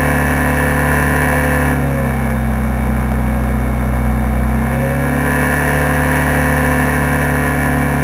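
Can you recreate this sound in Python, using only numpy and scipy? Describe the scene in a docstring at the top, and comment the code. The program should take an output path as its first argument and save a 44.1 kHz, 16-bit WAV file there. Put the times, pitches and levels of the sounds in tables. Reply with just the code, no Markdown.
"""Flooded marsh, on board a small skimming hovercraft, just ahead of the engine.
The engine runs hard, eases off for three seconds and opens up again, all its tones sliding with its speed.
Near full speed the exhaust comes on the pipe and rasps; the geared fan beats slowly against it in a roar of air.
Tones are stacked on one crank, gas and air are shaped noise, and hull knocks are short decaying rings.
Coarse sampling adds a thin mirrored fizz and a faint treble grit."""
import sys
import numpy as np
from scipy import signal
from scipy.fft import rfft, irfft
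from scipy.io import wavfile
from scipy.ndimage import uniform_filter1d

SR = 44100
rng = np.random.default_rng(int(sys.argv[2]) if len(sys.argv) > 2 else 0)


def store_wav(level_fs):
    """Save 16-bit WAV to argv[1]."""
    pcm = np.round(np.clip(np.atleast_2d(level_fs), -1, 1) * 32767)
    wavfile.write(sys.argv[1], SR, pcm.T.astype(np.int16))


N = 354123
TIME = np.arange(N) / SR
HZ = np.fft.rfftfreq(N, 1 / SR)

# engine speed over time: time_s, firing_rate_hz
ENGINE_SPEED = [(0.0, 72.5), (0.19, 72.33), (0.73, 72.59), (1.43, 73.01), (1.64, 72.23), (1.92, 68.41),
                (2.13, 65.99), (2.49, 63.75), (3.13, 63.16), (3.37, 62.37), (4.3, 62.54), (4.5, 63.34),
                (4.91, 68.3), (5.13, 70.68), (5.37, 72.2), (5.73, 72.97), (6.17, 73.36), (6.5, 73.21),
                (7.07, 72.15), (8.03, 71.3)]
# firing rates: eased, at the pipe's weak lower resonance, where it comes on the pipe, and flat out
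EASED_HZ, HALF_PIPE_HZ, ON_PIPE_HZ, FULL_HZ = 62.5, 65.7, 71.35, 73

# the deep tone at the firing rate itself: time_s, level_db
THRUM = [(0.06, -20.5), (1.69, -20), (1.95, -23), (2.43, -19), (4.43, -17.5), (5.0, -24), (6.67, -19.5),
         (6.8, -22), (7.95, -23)]
# the loudest tones above it: order (multiple of the firing rate)
# 3.49 is the blade rate of the geared fan, whose octave beats slowly against the engine's seventh order
DRONE_ORDERS = (2, 3, 3.4898, 4, 6.9796, 7)
# engine speeds at which the drone levels are given: firing_rate_hz
DRONE_SPEEDS = (62.5, 65, 68.5, 71, 73)
# one row per drone order, one column per drone speed: level_db
DRONE_LEVELS = [(-23, -22.6, -19, -20.5, -21), (-31, -28.5, -32, -29.5, -29.5),
                (-23.5, -20.5, -25.5, -22.3, -23.5), (-30, -39, -29.5, -25.5, -31),
                (-48, -43, -55, -45.5, -36.5), (-60, -42, -30, -31, -27)]

# how pipe and hull pass the weaker engine tones: pitch_hz, open_db, eased_db
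OVERTONE_RESPONSE = [(100, -31, -39), (180, -39, -37), (361, -44.5, -43.5), (404, -29.5, -41),
                     (603, -38.5, -46.5), (650, -34, -42), (666, -30.5, -37.5), (784, -32.5, -38),
                     (862, -42.5, -46), (980, -30, -44.5), (1174, -40.5, -48), (1260, -64, -50),
                     (1412, -36.5, -49), (1473, -45, -51.5), (1690, -30.5, -45.5), (1815, -33.5, -48),
                     (2110, -46.5, -59), (2193, -44.5, -52.5), (2344, -41.5, -50), (2503, -68, -63),
                     (2600, -39.5, -46), (2680, -46.5, -62)]
# the weaker tones lie on whole orders, and more faintly on the low half orders
WHOLE_ORDERS = [order for order in range(3, 40) if order not in DRONE_ORDERS]
HALF_ORDERS = [order + .5 for order in range(1, 15) if order != 3]
# overtones that sing out above their neighbours: order (multiple of the firing rate)
STRONG_ORDERS = (20, 22, 24, 26, 33, 35)
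# duct resonances that light up whole orders sweeping through: centre_hz, half_width_hz, lift_db
DUCT_BOOMS = [(543.4, 18.6, 18), (2152, 52, 9)]

# gas surges in one firing cycle: place_turns, length_turns, strength (ratio to the steady flow)
GAS_SURGES = [(0.042, 0.097, 0.98), (0.288, 0.06, 1.33), (0.551, 0.074, 1.7)]
# colour of turbulent exhaust gas: frequency_hz, relative_density_db (per Hz)
RASP_COLOUR = [(60, -5), (150, -27), (360, -11), (550, -7), (1100, -6.5), (1300, -10), (1500, -6.5),
               (1850, -12), (2100, -20), (2700, -14), (3400, -26.5), (5200, -28), (5750, -17),
               (6000, -26.5)]
# resonances of pipe and engine bay: centre_hz, width_hz, lift_db
PIPE_RESONANCES = [(720, 110, 2), (996, 44, 8), (1784, 275, 12.5), (2265, 100, 17.5)]

# colour of air through the fan duct and from under the skirt: frequency_hz, relative_density_db (per Hz)
AIR_COLOUR = [(15, -19), (35, -6), (110, -6), (170, -1), (225, 5), (290, -2), (370, -10.5), (540, 1),
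              (630, -13), (900, -14), (1300, -15), (2400, -27.5), (3200, -33), (6000, -37)]
# resonances of the fan duct: centre_hz, width_hz, lift_db
DUCT_RESONANCES = [(744, 75, 12), (1034, 200, 9.5), (2246, 100, 15), (3630, 170, 12.5)]

# knocks on the hull: start_s, blow_level_db
HULL_KNOCKS = [(2.302, -10), (2.536, -12), (3.118, -8), (3.438, -12)]
# colour of the tick in each knock: frequency_hz, relative_density_db (per Hz)
TICK_COLOUR = [(100, -1), (1000, 15), (2000, 2), (4800, -6), (6000, -20)]


def from_db(db):
    """Decibels to gain."""
    return 10 ** (np.asarray(db) / 20)


def unit(x):
    """Scales to rms 1."""
    return x / np.sqrt(np.mean(x ** 2) + 1e-20)


def curves(rows):
    """Draws each column of a time table as a curve over every sample."""
    times_s, *columns = np.transpose(rows)
    return [np.interp(TIME, times_s, column) for column in columns]


def colour(x, points, resonances=()):
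    """Filters by a spectrum with resonant humps on top."""
    hz, db = np.transpose(points)
    level_db = np.interp(np.log(HZ + 1), np.log(hz), db)
    for centre, width, lift_db in resonances:
        level_db = level_db + lift_db / (1 + (2 * (HZ - centre) / width) ** 2)
    return irfft(rfft(x) * from_db(level_db), N)


def wander(rate_hz):
    """Random drift of rms 1, heading for a new value rate_hz times a second."""
    points = rng.standard_normal(4096)
    return unit(np.interp(TIME * rate_hz, np.arange(len(points)), points))


def exhaust_bite(speed, slope=0.55, half_pipe=0.16, half_width_hz=0.8,
                 on_pipe=0.45, onset_width_hz=0.23, pull=0.0052):
    """Exhaust bite (about 0 eased, 1 wide open) grows with speed and acceleration, jumping as the pipe tunes in."""
    acceleration = uniform_filter1d(np.gradient(speed) * SR, SR // 3)  # firings per second, per second
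    rise = slope * (speed - EASED_HZ) / (FULL_HZ - EASED_HZ) + pull * acceleration
    swell = half_pipe * np.exp(-((speed - HALF_PIPE_HZ) / half_width_hz) ** 2)
    jump = on_pipe / (1 + np.exp((ON_PIPE_HZ - speed) / onset_width_hz))
    return rise + swell + jump


def crank_tone(turns, order, scatter_rad):
    """One order of the crank; the low orders pull together into a pressure dip at each firing."""
    lag = scatter_rad * order * rng.standard_normal()
    return -np.sqrt(2) * np.cos(2 * np.pi * order * turns + lag)


def drone(turns, speed, flutter_db=0.47, flutter_hz=35, drift_db=0.4, drift_hz=4):
    """Clean low exhaust and fan-blade tones follow engine speed; gusts shake the higher ones more."""
    levels_db = curves(THRUM)
    levels_db += [np.interp(speed, DRONE_SPEEDS, row) for row in DRONE_LEVELS]
    out = np.zeros(N)
    for order, level_db in zip((1, *DRONE_ORDERS), levels_db):
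        gusts_db = flutter_db * wander(flutter_hz) + drift_db * wander(drift_hz)
        gain = from_db(level_db + np.sqrt(order) * gusts_db)
        out += gain * crank_tone(turns, order, scatter_rad=.06)
    return out


def gas_flow(turns):
    """Gas flow along the firing cycle: a steady stream with smooth surges at fixed crank positions."""
    flow = 1
    for place, length, strength in GAS_SURGES:
        distance = (turns - place + .5) % 1 - .5
        flow = flow + strength * np.exp(-(distance / length) ** 2)
    return flow


def surge_phases(orders, sizes, passes):
    """Phases that crowd tones of these orders and sizes into the gas surges, more so with each pass."""
    size = 512
    bins = np.round(2 * np.asarray(orders)).astype(int)
    # half orders make the pattern repeat every second firing
    weight = gas_flow(2 * np.arange(size) / size)
    ripple = rng.standard_normal(size)
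    for _ in range(passes):
        phases = np.angle(rfft(ripple * weight))[bins]
        spectrum = np.zeros(size // 2 + 1, complex)
        spectrum[bins] = sizes * np.exp(1j * phases)
        ripple = irfft(spectrum)
    return phases


def overtones(turns, speed, bite, half_db=-8, strong_db=6,
              drift_db=1.0, drift_hz=5, flutter_db=1.16, flutter_hz=30):
    """Engine tones slide through fixed responses blended by bite; each drifts and flutters in the air stream."""
    hz, open_db, eased_db = np.transpose(OVERTONE_RESPONSE)
    orders = np.array(WHOLE_ORDERS + HALF_ORDERS)
    offsets_db = half_db * np.isin(orders, HALF_ORDERS) + strong_db * np.isin(orders, STRONG_ORDERS)
    sizes = from_db(np.interp(orders * FULL_HZ, hz, open_db) + offsets_db)
    phases = surge_phases(orders, sizes, passes=1)
    out = np.zeros(N)
    for order, offset_db, phase in zip(orders, offsets_db, phases):
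        pitch = order * speed
        level_db = offset_db + bite * np.interp(pitch, hz, open_db)
        level_db += (1 - bite) * np.interp(pitch, hz, eased_db)
        level_db += drift_db * wander(drift_hz) + flutter_db * wander(flutter_hz)
        if order in WHOLE_ORDERS:
            for centre, half_width, lift_db in DUCT_BOOMS:
                level_db += lift_db * np.exp(-((pitch - centre) / half_width) ** 2)
        out += from_db(level_db) * np.cos(2 * np.pi * order * turns + phase)
    return np.sqrt(2) * out


def rasp(turns, speed, bite, open_db=-23.5, eased_db=-30.0, speed_power=3, buzz=0.83, strain_db=0.5):
    """Gas leaves the pipe in surges locked to the crank: turbulence, with a regular buzz at the top."""
    gas = unit(gas_flow(turns) * rng.standard_normal(N))
    orders = np.arange(40, 62)
    phases = surge_phases(orders, 1, passes=2)
    edge = sum(np.cos(2 * np.pi * order * turns + phase) for order, phase in zip(orders, phases))
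    # buzz sets the strength of the lines against the gas between them
    gas = gas + buzz * edge * 2 * np.sqrt(turns[-1] / N)
    strength = from_db(eased_db + bite * (open_db - eased_db))
    strength *= (speed / speed.max()) ** speed_power
    # hoarser for each firing a second past the pipe's tune
    strength *= from_db(strain_db * np.maximum(speed - ON_PIPE_HZ, 0))
    return strength * unit(colour(gas, RASP_COLOUR, PIPE_RESONANCES))


def air(bite, level_db=-25.5, open_db=-2, gust_db=-0.1, gust_hz=45):
    """The fan's lumpy roar is gusting noise through duct resonances, a little softer as the bite grows."""
    stream = rng.standard_normal(N) * from_db(gust_db * wander(gust_hz))
    return from_db(level_db + open_db * bite) * unit(colour(stream, AIR_COLOUR, DUCT_RESONANCES))


def hull(t60_s=0.01, panel_hz=680, tick=0.23, patter_per_s=35, patter_db=-23):
    """Blows ring a damped hull panel: dull, short knocks among a light patter of reeds and spray."""
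    hits = rng.random(N) < patter_per_s / SR
    blows = hits * rng.random(N) ** 2 * from_db(patter_db)
    for start_s, level_db in HULL_KNOCKS:
        blows[round(start_s * SR)] += from_db(level_db)
    t = TIME[:SR // 20]
    tick_noise = unit(colour(rng.standard_normal(N), TICK_COLOUR))[:len(t)]
    ring = -np.sin(2 * np.pi * panel_hz * t) + tick * tick_noise
    decay = np.exp(-np.log(1000) * t / t60_s)
    return signal.oaconvolve(blows, ring * decay)[:N]


def scene(jitter_turns=0.0006, jitter_hz=60, uneven_db=0.61, uneven_hz=45):
    """One crank drives every tone; its timing and the exhaust's strength waver from firing to firing."""
    speed, = curves(ENGINE_SPEED)
    bite = exhaust_bite(speed)
    turns = np.cumsum(speed) / SR + jitter_turns * wander(jitter_hz)  # one firing per turn
    firing = from_db(uneven_db * wander(uneven_hz))
    exhaust = firing * (overtones(turns, speed, bite) + rasp(turns, speed, bite))
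    return (drone(turns, speed) + exhaust + air(bite) + hull())[None]


def record(dry, clock_hz=12000, edge_hz=15700, grit_db=-8.0, grit_hz=7600, grit_width_hz=1400):
    """Holding each sample of a slow clock mirrors the sound around the clock rate as a thin fizz."""
    spectrum = rfft(dry[0])
    clock_bin = round(clock_hz * N / SR)
    offset = (np.arange(len(HZ)) + clock_bin // 2) % clock_bin - clock_bin // 2
    image = spectrum[abs(offset)]
    mirrored = np.where(offset < 0, image.conj(), image)
    held = mirrored * np.sinc(HZ / clock_hz)
    # a faint treble grit rides on the steep parts of the wave
    grit = rfft(np.gradient(dry[0]) * rng.standard_normal(N))
    grit *= from_db(grit_db) / (1 + ((HZ - grit_hz) / grit_width_hz) ** 2)
    top_cut = np.sqrt(1 + (HZ / edge_hz) ** 600)  # a very steep treble edge
    return irfft((held + grit) / top_cut, N)[None]


dry = scene()
out = record(dry)
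store_wav(out)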